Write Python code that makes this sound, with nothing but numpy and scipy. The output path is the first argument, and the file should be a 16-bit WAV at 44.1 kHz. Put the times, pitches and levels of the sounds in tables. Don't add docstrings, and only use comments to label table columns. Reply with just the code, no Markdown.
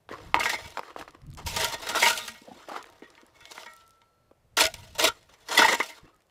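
import sys
import numpy as np
from scipy import signal
from scipy.fft import rfft, irfft
from scipy.io import wavfile

SR = 44100
rng = np.random.default_rng(int(sys.argv[2]) if len(sys.argv) > 2 else 0)


def ratio_of_db(decibels):
    return 10 ** (np.asarray(decibels, float) / 20)


def master_out(mix):
    frames = np.transpose(np.atleast_2d(mix))
    ceiling = np.clip(frames, -1, 1)
    pcm = np.round(ceiling * 32767).astype(np.int16)
    wavfile.write(sys.argv[1], SR, pcm)


N = 278037


# (time [s], peak level [dB], burst t60 [s], grit against peak [dB])
STONE_JAMS = [(0.395, -19.5, 0.082, -2), (0.433, -16.5, 0.13, -9), (0.455, -11.5, 0.037, -13),
              (0.494, -17.5, 0.078, 1), (0.966, -27, 0.18, -20), (1.011, -27, 0.062, -14),
              (1.371, -20, 0.029, -12.5), (1.463, -25, 0.27, 1.5), (1.535, -5, 0.0072, -25),
              (1.562, -9, 0.079, -7.5), (1.597, -13, 0.22, -8.5), (1.643, -11, 0.022, 3),
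              (1.72, -15, 0.099, -20), (1.74, -17, 0.039, -7), (0.584, -19.5, 0.056, -28),
              (0.639, -26, 0.058, -22), (0.994, -33, 0.025, -2), (2.174, -24, 0.017, 12),
              (1.816, -21, 0.13, -16.5), (1.867, -12, 0.024, -14), (1.888, -11, 0.074, -8),
              (1.95, -9, .15, -15.5), (2.022, -8.5, 0.082, -13.5), (2.056, -20.5, 0.18, 0.5),
              (2.277, -32, 0.045, 9), (2.686, -26, 0.053, -9.5), (3.511, -45, 0.066, 8),
              (3.631, -38, 0.012, 2), (4.568, -6.5, 0.16, -8), (4.607, -7, 0.05, -2.5),
              (4.652, 2, 0.014, -6.5), (4.739, -12.5, 0.013, -1.5), (4.948, -26, 0.08, -9),
              (4.993, -4, 0.05, -19), (5.039, -4, 0.088, -8), (5.574, 0.5, 0.062, -9.5),
              (5.552, -14.5, .05, -9.5), (5.646, -12, 0.02, -6.5), (5.828, -42, 0.083, 14),
              (5.858, -41, 0.18, 6.5), (5.887, -29.5, 0.12, -5), (2.102, -13, 0.035, -6),
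              (4.664, -10.5, .03, 0)]
# (time [s], peak level [dB], burst t60 [s])
SOIL_JOLTS = [(0.091, -31.5, 0.099), (0.107, -28, 0.4), (0.3426, -5, 0.089), (0.408, -3, 0.0081),
              (0.528, -12, 0.075), (0.769, -13, 0.025), (0.791, -16, 0.0066), (0.833, -35.5, 0.038),
              (.857, -37, 0.062), (0.986, -17.5, 0.081), (1.079, -25, 0.05), (1.147, -13, 0.0079),
              (2.715, -38.5, 0.062), (2.759, -25, 0.19), (3.58, -21, 0.012), (3.659, -16.5, 0.019),
              (4.98, -22, 0.025), (5.484, -19.5, 0.03), (5.509, -9, 0.07), (5.587, 6.5, 0.046),
              (5.618, 0.5, 0.07), (5.682, -1.5, 0.1), (5.724, 3, 0.022), (5.803, -7, 0.017)]
# (start [s], swell [s], fade [s], peak level [dB], steel against soil [dB])
SLIDES = [(.095, 0.03, 0.38, -39, -24), (.19, 0.077, 0.3, -64, 5), (.397, 0.14, 0.096, -37, 2.5),
          (.57, 0.091, 0.32, -43, -2.5), (.78, 0.11, 0.2, -42.5, -22), (.96, 0.035, 0.95, -52.5, -19),
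          (1.37, 0.02, 0.097, -36.5, -14), (1.45, 0.21, 0.19, -37, 5), (1.68, 0.06, 0.021, -41, -2),
          (1.78, 0.12, 0.68, -34, -5.5), (1.95, 0.11, 0.38, -35.5, 15), (2.16, 0.019, 0.24, -57, 9.5),
          (2.44, 0.12, 0.98, -50, -10), (2.67, 0.087, 0.2, -37, -23), (2.85, 0.27, 1, -53.5, -18.5),
          (3.345, 0.22, 0.68, -53.5, -1), (3.51, 0.036, 0.45, -57.5, 3), (4.68, 0.029, 1, -50.5, 3),
          (5.1, 0.013, 0.22, -49.5, -11), (5.28, 0.048, 0.17, -50.5, -11.5), (5.4, 0.083, .05, -54.5, -3),
          (5.75, 0.05, 0.17, -38.5, 0), (5.9, 0.069, 0.13, -51, -4.5), (6.0, 0.056, 0.39, -55, -21)]
# (start [s], swell [s], fade [s], peak level [dB], steel against soil [dB])
THRUSTS = [
    (4.57, 0.028, 0.056, -20, 1),
    (4.982, 0.072, 0.034, -23, 0.5),
    (5.485, 0.127, 0.14, -26, -2.5),
]
# (frequency [Hz], density [dB per Hz])
SOIL_COLOUR = [(71, -22.5), (120, -38), (216, -19), (255, -1), (348, 5.5), (870, -3.5), (1060, 4),
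               (6000, -22.5), (7800, -66), (13200, -120)]
# (frequency [Hz], density [dB per Hz])
GRIT_COLOUR = [(1470, -30.5), (2500, 1.5), (4290, -2), (4750, -1), (7350, -5), (8870, -8.5), (15300, -15),
               (16300, -29.5)]


def shovel():
    judder = ratio_of_db(2.9 * drift(65))
    sliding = strokes(SLIDES, swell_db=11, fade_db=39.5, release_s=0.084)
    sliding = sliding + strokes(THRUSTS, swell_db=10.5, fade_db=5.5, release_s=0.011)
    on_steel, on_soil, on_grit = sliding
    steel_share = (on_steel + 1e-9) / (on_steel + on_soil + 2e-9)

    jolt_grit_db = -25
    impacts = STONE_JAMS + [(*jolt, jolt_grit_db) for jolt in SOIL_JOLTS]
    s, peak_db, t60, bright_db = np.transpose(impacts)
    pressure = judder * (on_steel + on_soil) + bursts(s, peak_db - 13.5, t60, rise_s=0.0018)
    grit_pressure = judder * on_grit + bursts(s, peak_db + bright_db - 5.0, t60, rise_s=0.00056)

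    force = pressure * steel_share * grains(per_s=3000, spread_db=4.5, smooth=0.88)
    is_free = np.searchsorted((4.56, 5.3), np.arange(N) / SR) != 1
    steel = loaded_blade(force) + ratio_of_db(-36.0) * empty_blade(force * is_free)

    crunch = pressure * (1 - steel_share) * grains(per_s=1800, spread_db=4.5, smooth=0.56)
    soil = patchy(colour(crunch, SOIL_COLOUR), 100, 9000, count=10, patchy_db=1.4, rate=18)
    hiss = grit_pressure * grains(per_s=17000, spread_db=4.0, smooth=1.0)
    grit = patchy(colour(hiss, GRIT_COLOUR), 1500, 17320, count=14, patchy_db=1.5, rate=130)
    return steel + soil + grit


def strokes(table, swell_db, fade_db, release_s):
    out, t = np.zeros((3, N)), np.arange(N) / SR
    for start, swell, fade, db, steel_db in table:
        corners = start + np.cumsum([-.002, .002, max(swell, .003), max(fade, .01), release_s])
        corner_db = [-90, -swell_db, 0, -fade_db, -fade_db - 50]
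        level = ratio_of_db(db + np.interp(t, corners, corner_db, right=-120))
        grit_share = ratio_of_db(0.78 * steel_db)
        out += np.outer([*shares(steel_db), grit_share], level)
    return out


def shares(steel_db):
    steel = 1 / (1 + ratio_of_db(-steel_db - 3))
    return steel, 1 - steel


def bursts(times, levels_db, t60s, rise_s):
    out = np.zeros(N)
    for s, db, t60 in zip(times, levels_db, np.clip(t60s, .004, .4)):
        start = round(s * SR)
        t = np.arange(min(round(t60 * SR), N - start)) / SR
        out[start:][:len(t)] += ratio_of_db(db - 60 * t / t60) * (1 - np.exp(-t / rise_s))
    return out


# (frequency [Hz], width [Hz], level [dB])
LOADED_MODES = [(435, 60, -8), (640, 50, 1), (935, 40, 0), (1180, 70, -10), (1385, 45, -1), (1458, 35, -3),
                (1620, 30, -9), (1905, 45, -3), (1998, 45, -4), (2115, 45, -3), (2295, 40, -8),
                (2644, 50, -10), (2900, 40, -9), (3085, 35, -9), (3443, 40, -6), (3660, 70, -10),
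                (3834, 40, -10), (4230, 90, -9), (5140, 180, -12), (5900, 200, -14), (7300, 300, -16)]


def loaded_blade(force):
    out, power = 0, 0
    for k, (hz, width_hz, db) in enumerate(LOADED_MODES):
        r = np.exp(-np.pi * max(width_hz, 10) / SR)
        b = (1 - r * r) / 2 * np.array([1, 0, -1])
        a = [1, -2 * r * np.cos(2 * np.pi * hz / SR), r * r]
        drive = np.roll(force, 7 * k) * ratio_of_db(3.0 * drift(13))
        out = out + ratio_of_db(db) * (-1) ** k * signal.lfilter(b, a, drive)
        power += ratio_of_db(db) ** 2 * (1 - r * r) / 2
    return out / np.sqrt(power)


# (frequency [Hz], level [dB], t60 [s])
FREE_MODES = [(226, -13, .3), (620, -5, .3), (931, 0, .26), (1230, -11, .3), (1385, -8, .18),
              (1460, -9, .18), (1615, -12, .25), (1857, -7, .3), (1908, -3, .32), (2116, -5, .28),
              (2186, -9, .33), (2288, -10, .3), (2640, -14, .22), (2895, -13, .28), (3144, -12, .22),
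              (3450, -13, .18), (3820, -20, .18), (4230, -18, .18)]


def empty_blade(force):
    return sum(ring(force * ratio_of_db(db + 2.5 * drift(9)), hz, .5 * t60) for hz, db, t60 in FREE_MODES)


def ring(force, hz, t60):
    r, w = ratio_of_db(-60 / (t60 * SR)), 2 * np.pi * hz / SR
    return signal.lfilter([0, np.sin(w)], [1, -2 * r * np.cos(w), r * r], force + 1e-18)


# (time [s], peak level [dB], ring length [share], place: belly + or rim - [dB], knock level [dB])
CLANKS = [(.344, -11.5, 1, 3, 18.5), (.405, -1.5, 0.41, -3, -20), (.456, -8, 1, -8.5, -14),
          (.494, -21, 0.65, 5, -12.5), (1.565, -17, 0.53, 6, -6.5), (1.645, -23, 0.19, 6, -17),
          (2.026, 2.5, 0.24, -2, -9), (2.059, 0.5, 0.48, -1.5, -28.5), (2.189, -14, 1.0, -39, -18),
          (2.279, -12, 0.36, -21, -16), (2.346, -27, 0.82, -26, -18.5), (3.022, -31.5, 0.68, 2, 4.5),
          (3.179, -34, 0.7, -6, -5), (3.407, -31, 0.78, -4, -19.5), (3.579, -28, 0.4, -7, 7),
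          (3.662, -24.5, 0.81, -1.5, -2.5), (4.017, -42.5, 0.37, 4, -0.5), (4.608, -10.5, 0.24, 4.5, 16),
          (4.65, -24, 0.18, 6, -22), (5.084, -25, 0.25, -3, -11), (5.59, 4, 0.52, -16, -26),
          (5.62, 0, 1, -26, 1), (5.683, -5, 0.31, -2, -1.5), (5.802, -9.5, 0.41, -13, 1.5)]
# (frequency [Hz], level [dB], t60 [s])
NECK_MODES = [(736, -12.5, 0.0028), (1100, -9.5, 0.0083), (2094, 11.5, 0.01), (2610, -4, 0.0081)]


def clanks():
    out, t = np.zeros(N + SR), np.arange(round(.3 * SR))[:, None] / SR
    time = t[:, 0]
    ring_rise = 1 - np.exp(-time / 0.0022)
    knock_rise = 1 - np.exp(-time / 0.000043)
    fade_out = np.cos(time / time[-1] * np.pi / 2)
    region = np.searchsorted([1100, 1700], np.transpose(FREE_MODES)[0])
    place_share, place_base_db = np.array([1, 0.037, 0]), [-3.5, 1.5, -2.5]
    chances = rng.standard_normal((len(CLANKS), len(FREE_MODES)))
    for (s, db, share, place_db, knock_db), chance in zip(CLANKS, chances):
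        lean_db = (place_share * place_db + place_base_db)[region]
        ringing = struck(FREE_MODES, t, np.clip(share, .05, 1.3), db - 21.0 + lean_db + 4.7 * chance)
        knock = struck(NECK_MODES, t, 0.69, db - 25.0 + knock_db + 6.7 * chance[:len(NECK_MODES)])
        out[round(s * SR):][:len(t)] -= (ringing * ring_rise + knock * knock_rise) * fade_out
    return out[:N]


def struck(modes, t, share, offsets_db):
    hz, db, t60 = np.transpose(modes)
    decay = ratio_of_db(db + offsets_db - 60 * t / (t60 * share))
    return (decay * np.sin(2 * np.pi * hz * t)).sum(axis=1)


# (time [s], peak level [dB], pitch [Hz])
FIRST_BLOW = [
    (.3439, 1, 930),
]
# (time [s], peak level [dB], pitch [Hz])
SNAPS = [
    (.406, -16, 1900),
    (.433, -12, 1300),
    (.457, -12, 1480),
    (.495, -11.5, 2660),
    (1.949, -11.5, 1500),
    (2.03, -15, 2020),
    (3.633, -31, 2500),
    (4.589, -11, 1500),
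    (4.607, -11, 2530),
    (4.995, -20, 1240),
]
# (time [s], peak level [dB], pitch [Hz])
CLODS = [(0.09, -35, 1090), (.09, -40.5, 2110), (0.11, -30, 398), (0.391, -20, 940), (0.772, -22, 1060),
         (.782, -24, 880), (0.792, -21.5, 720), (.793, -27.5, 1860), (0.812, -43, 1160), (.832, -32, 940),
         (0.962, -26.5, 764), (1.011, -28, 1090), (1.024, -30.5, 940), (1.078, -37, 1100),
         (1.146, -47, 275), (2.415, -43.5, 230.3), (2.481, -40, 227), (2.512, -37.5, 205),
         (2.559, -41.5, 271), (2.685, -29.5, 485), (2.716, -26, 670), (2.762, -27.5, 920),
         (2.842, -36.5, 1380), (3.021, -33.5, 345), (3.229, -45, 262), (3.514, -41, 710), (3.58, -30, 999),
         (4.311, -42.5, 530), (5.801, -16, 883), (6.041, -45.5, 262)]
# (time [s], peak level [dB], pitch [Hz])
PEBBLES = [(0.7044, -47, 5500), (0.7214, -58.5, 3340), (1.1074, -52, 4870), (1.2171, -56, 4070),
           (1.266, -57, 6500), (1.303, -55, 6960), (1.3139, -56, 4040), (1.337, -54, 7060),
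           (2.418, -53, 4500), (2.455, -59, 4800), (2.59, -53, 2980), (2.827, -46, 5500),
           (2.832, -54, 8000), (2.855, -57, 7500), (2.9, -56, 6460), (2.925, -57, 5500),
           (2.933, -64.5, 7600), (2.995, -63, 8400), (3.034, -53.5, 2980), (3.265, -57, 8050),
           (3.81, -55.5, 2530), (3.865, -63.5, 5000), (3.878, -55, 8500), (1.3294, -56, 3580),
           (1.3488, -50, 6170), (2.8694, -52, 3900), (3.1023, -50.5, 4230), (3.1517, -52, 2850),
           (3.2146, -52.5, 3740), (3.406, -53, 4930), (3.454, -41, 3350), (3.519, -38.5, 3730),
           (3.633, -46, 1210), (3.736, -49, 8840), (3.765, -51.5, 9000), (3.7744, -61.5, 3640),
           (3.8931, -59, 8550), (3.907, -54, 7580), (4.0168, -58, 3044), (5.2291, -58.5, 4830),
           (6.145, -69, 6870), (6.163, -64, 6940), (6.205, -69, 6500), (6.206, -64.5, 1980),
           (6.22, -64, 5460), (6.268, -69, 6580), (6.296, -63.5, 2490)]


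def taps(table, cycles, crack_db):
    out = np.zeros(N)
    t = np.arange(round(.06 * SR)) / SR
    for (s, db, hz), noise in zip(table, rng.standard_normal((len(table), len(t)))):
        tone = np.sin(2 * np.pi * hz * t) + np.sin(2 * np.pi * 1.2 * hz * t)
        crack = np.convolve(noise, tone[:round(SR / hz / 2)], "same") * hz / SR * 4
        piece = (tone + ratio_of_db(crack_db) * crack) * ratio_of_db(db - 60 * t * hz / cycles)
        piece *= 1 - np.exp(-t * hz / 1.15)
        piece = signal.lfilter(*signal.butter(2, .4 * hz, "high", fs=SR), piece)
        start = round(s * SR)
        out[start:][:len(t)] += piece[:N - start]
    return out


# (time [s], level [dB], length [s], pitch [Hz])
DRAGS = [(.4095, -22, .0035, 2070), (.4335, -26, 0.0029, 2700), (.4595, -23.5, 0.0047, 2070),
         (.4605, -19.5, 0.0034, 929), (.4985, -22, 0.0054, 1920), (.5335, -30, 0.0055, 880),
         (1.571, -24, 0.0046, 941), (1.606, -25, 0.0029, 2015), (1.651, -37.5, 0.016, 653),
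         (1.901, -35.5, .014, 1350), (1.968, -25.5, 0.021, 1389), (1.971, -30, .007, 3775),
         (2.033, -17, .01, 2134), (2.034, -28, .0065, 410), (2.065, -22, .006, 2167),
         (2.066, -22.5, .0065, 923), (2.076, -26, .0085, 3785), (2.106, -27.5, .02, 1421),
         (2.221, -37.5, 0.011, 3670), (4.591, -27, 0.0049, 1027), (4.613, -15.5, 0.005, 4305),
         (4.656, -25.5, 0.0057, 2055), (4.671, -28.5, 0.008, 671), (5.001, -35, 0.0033, 640),
         (5.044, -21, 0.007, 916), (5.046, -20.5, 0.0067, 644), (5.086, -25, 0.0086, 1380),
         (5.529, -33.5, .0075, 994), (5.578, -14.5, .0043, 1999), (5.581, -18.5, 0.0055, 3463),
         (5.593, -13, 0.0034, 1943), (5.601, -16, .005, 974), (5.624, -13, 0.0041, 919),
         (5.627, -16.5, 0.004, 1867), (5.651, -17, 0.0051, 1937), (5.652, -15.5, 0.0053, 908),
         (5.685, -14.5, 0.0024, 1004), (5.686, -19.5, .0041, 1998), (5.728, -21, 0.0075, 1953),
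         (5.736, -22, 0.003, 1034), (5.806, -21.5, 0.0048, 2110), (5.807, -22.5, 0.002, 1013),
         (5.906, -44, 0.014, 2087), (5.601, -24, .01, 3487), (.361, -23, 0.0092, 934),
         (1.491, -36, 0.0053, 910), (5.621, -12.5, .0023, 1377), (2.061, -19, .0041, 2870),
         (4.96, -47.5, 0.011, 935), (.548, -33, 0.016, 2134)]
# (time [s], level [dB], length [s], pitch [Hz])
SCUFFS = [(2.456, -54, 0.02, 472), (2.482, -40, 0.0065, 552), (2.498, -67, .0041, 752),
          (2.514, -40.5, 0.0048, 665), (2.571, -56, .014, 635), (2.701, -43, .011, 902),
          (2.731, -43.5, 0.018, 670), (2.785, -41, 0.012, 1020), (2.631, -47.5, 0.0077, 1305),
          (1.391, -44, .014, 925), (1.746, -35.5, 0.0067, 660)]
# (time [s], level [dB], length [s], pitch [Hz])
STREAKS = [
    (2, -42, .029, 226),
    (2.25, -45, .03, 226),
    (3.38, -57, .018, 2190),
    (3.47, -55, .03, 2190),
    (3.445, -57, .03, 3450),
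    (.645, -44, .012, 2250),
    (3.05, -52, .014, 1908),
    (2.9, -56, .017, 935),
    (6.14, -60, .01, 1267),
    (6.07, -63, .013, 2700),
]


def drags(table, width):
    lead = 2205
    out, t = np.zeros(N + SR), np.arange(-lead, 4410) / SR
    slower_fall = np.where(t > 0, 1.72, 1)
    for (s, db, length, hz), noise in zip(table, rng.standard_normal((len(table), len(t)))):
        pair = hz * (1 + np.clip(width, .02, .5)) ** np.array([-.5, .5])
        band = signal.butter(2, pair, "band", fs=SR, output="sos")
        shape = np.exp(-.5 * (t / max(length, .001) / slower_fall) ** 2)
        out[round(s * SR) - lead:][:len(t)] += ratio_of_db(db - 6) * shape * rms_one(signal.sosfilt(band, noise))
    return out[:N]


# (struck [s], damped [s], level [dB], t60 [s])
SINGING = [
    (3.65, 4.04, -52, 1.5),
    (4.01, 4.4, -68, 2.0),
]
# (start [s], stop [s], frequency [Hz], level [dB])
FAINT_PARTNERS = [
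    (4.02, 4.30, 609, -81),
    (4.0, 4.33, 4269, -85),
]


def singing():
    t, out = np.arange(N) / SR, 0
    tones = [(start, stop, 1337.5, db, t60) for start, stop, db, t60 in SINGING]
    tones += [(*partner, 9.0) for partner in FAINT_PARTNERS]
    for start, stop, hz, db, t60 in tones:
        gate = np.clip(np.minimum(t - start, stop - t) / .03, 0, 1)
        out = out + ratio_of_db(db - 60 * np.abs(t - start) / t60) * gate * np.sin(2 * np.pi * hz * t)
    return out


# (delay [s], level [dB])
ECHOES = [(.004, -26), (0.02, -17.5), (0.042, -31)]


def echoes(x):
    dull = signal.lfilter([.45], [1, -.55], x)
    return sum(ratio_of_db(db) * np.pad(dull, (round(s * SR), 0))[:N] for s, db in ECHOES)


# (time [s], level [dB], rise for 20 dB [s], fall for 20 dB [s])
GUSTS = [(.36, -48, 0.32, 0.2), (.63, -50, 0.087, 0.1), (1.02, -48.5, 0.044, -1.94),
         (1.299, -45.5, 0.057, -1.5), (1.46, -41, 0.27, 0.33), (2.03, -59, 0.42, 0.4),
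         (2.25, -73, 0.064, 3.9), (3.43, -64, 0.066, -0.5), (4.62, -56.5, 0.059, 0.5),
         (4.819, -56, 0.37, 0.4), (5.1, -51.5, 0.15, 0), (5.32, -64.5, 0.058, -0.3),
         (5.6, -54.5, 0.057, 0.2), (6.047, -50.5, 0.014, 0)]
# (frequency [Hz], density [dB per Hz])
GUST_COLOUR = [(8.8, -36), (15, -6), (59, 0), (97, 0), (146, -5), (290, -19), (330, -20), (430, -50),
               (730, -120)]


def wind():
    t = np.arange(N) / SR
    level = ratio_of_db(-83)
    for s, db, rise, fall in GUSTS:
        away = np.maximum((s - t) / max(rise, .02), (t - s) / max(fall, .02))
        level = level + ratio_of_db(db - 20 * away)
    return level * ratio_of_db(3.0 * drift(22)) * colour(rng.standard_normal(N), GUST_COLOUR + [(600, -70)])


# (frequency [Hz], density [dB per Hz])
YARD_COLOUR = [(35, -28), (60, -9), (300, -8), (560, -3), (900, -9), (1500, -14), (4000, -22), (14400, -28),
               (16200, -40)]


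def yard():
    return ratio_of_db(-73 + .8 * drift(1.2)) * colour(rng.standard_normal(N), YARD_COLOUR)


def rms_one(x):
    return x / np.sqrt(np.mean(x ** 2) + 1e-20)


def colour(x, points):
    size = 4096
    hz = np.maximum(np.arange(size // 2 + 1) * SR / size, 1)
    point_hz, point_db = np.array(points).T
    log_gain = np.log(ratio_of_db(np.interp(np.log(hz), np.log(point_hz), np.clip(point_db, -90, 20))))
    cepstrum = irfft(log_gain)
    cepstrum[1:size // 2] *= 2
    cepstrum[size // 2 + 1:] = 0
    pulse = irfft(np.exp(rfft(cepstrum)))
    return signal.fftconvolve(x, pulse / np.sqrt(np.sum(pulse ** 2)))[:N]


def drift(rate):
    r = np.exp(-64 * np.pi * rate / SR)
    noise = rng.standard_normal(N // 32 + 1002)
    slow = signal.lfilter([1], [1, -2 * r, r * r], noise)[1000:]
    return np.interp(np.arange(N) / 32, np.arange(len(slow)), rms_one(slow))


def grains(per_s, spread_db, smooth):
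    sizes = ratio_of_db(spread_db * np.minimum(rng.exponential(1, N), 4.0)) * rng.choice([-1, 1], N)
    clicks = rms_one(sizes * (rng.random(N) < per_s / SR))
    return rms_one(clicks + smooth * rng.standard_normal(N))


def patchy(x, low_hz, high_hz, count, patchy_db, rate):
    edges = np.geomspace(low_hz, min(high_hz, .45 * SR), count + 1)
    out = 0
    for pair in zip(edges, edges[1:]):
        band = signal.sosfilt(signal.butter(2, pair, "band", fs=SR, output="sos"), x)
        out = out + band * ratio_of_db(patchy_db * drift(rate))
    return out


def scene():
    near = shovel() + clanks()
    near = near - taps(FIRST_BLOW, cycles=7.2, crack_db=-16.5)
    near = near + taps(SNAPS, cycles=7.4, crack_db=7.0)
    near = near + taps(CLODS, cycles=11.7, crack_db=9.5)
    near = near + taps(PEBBLES, cycles=47, crack_db=3.0)
    near = near + drags(DRAGS, width=0.082) + drags(SCUFFS, width=0.44) + drags(STREAKS, width=0.026)
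    near = signal.sosfilt(signal.butter(3, 175, "high", fs=SR, output="sos"), near)
    return (near + echoes(near) + singing() + wind() + yard())[None]


def top_cut(x):
    return signal.sosfilt(signal.butter(12, 16620, fs=SR, output="sos"), x)


def record(dry):
    dry = signal.sosfilt(signal.cheby2(10, 60, 16750, fs=SR, output="sos"), dry)
    mix = 1.342 * np.tanh(dry / 1.11)
    return top_cut(mix)


dry = scene()
out = record(dry)
master_out(out)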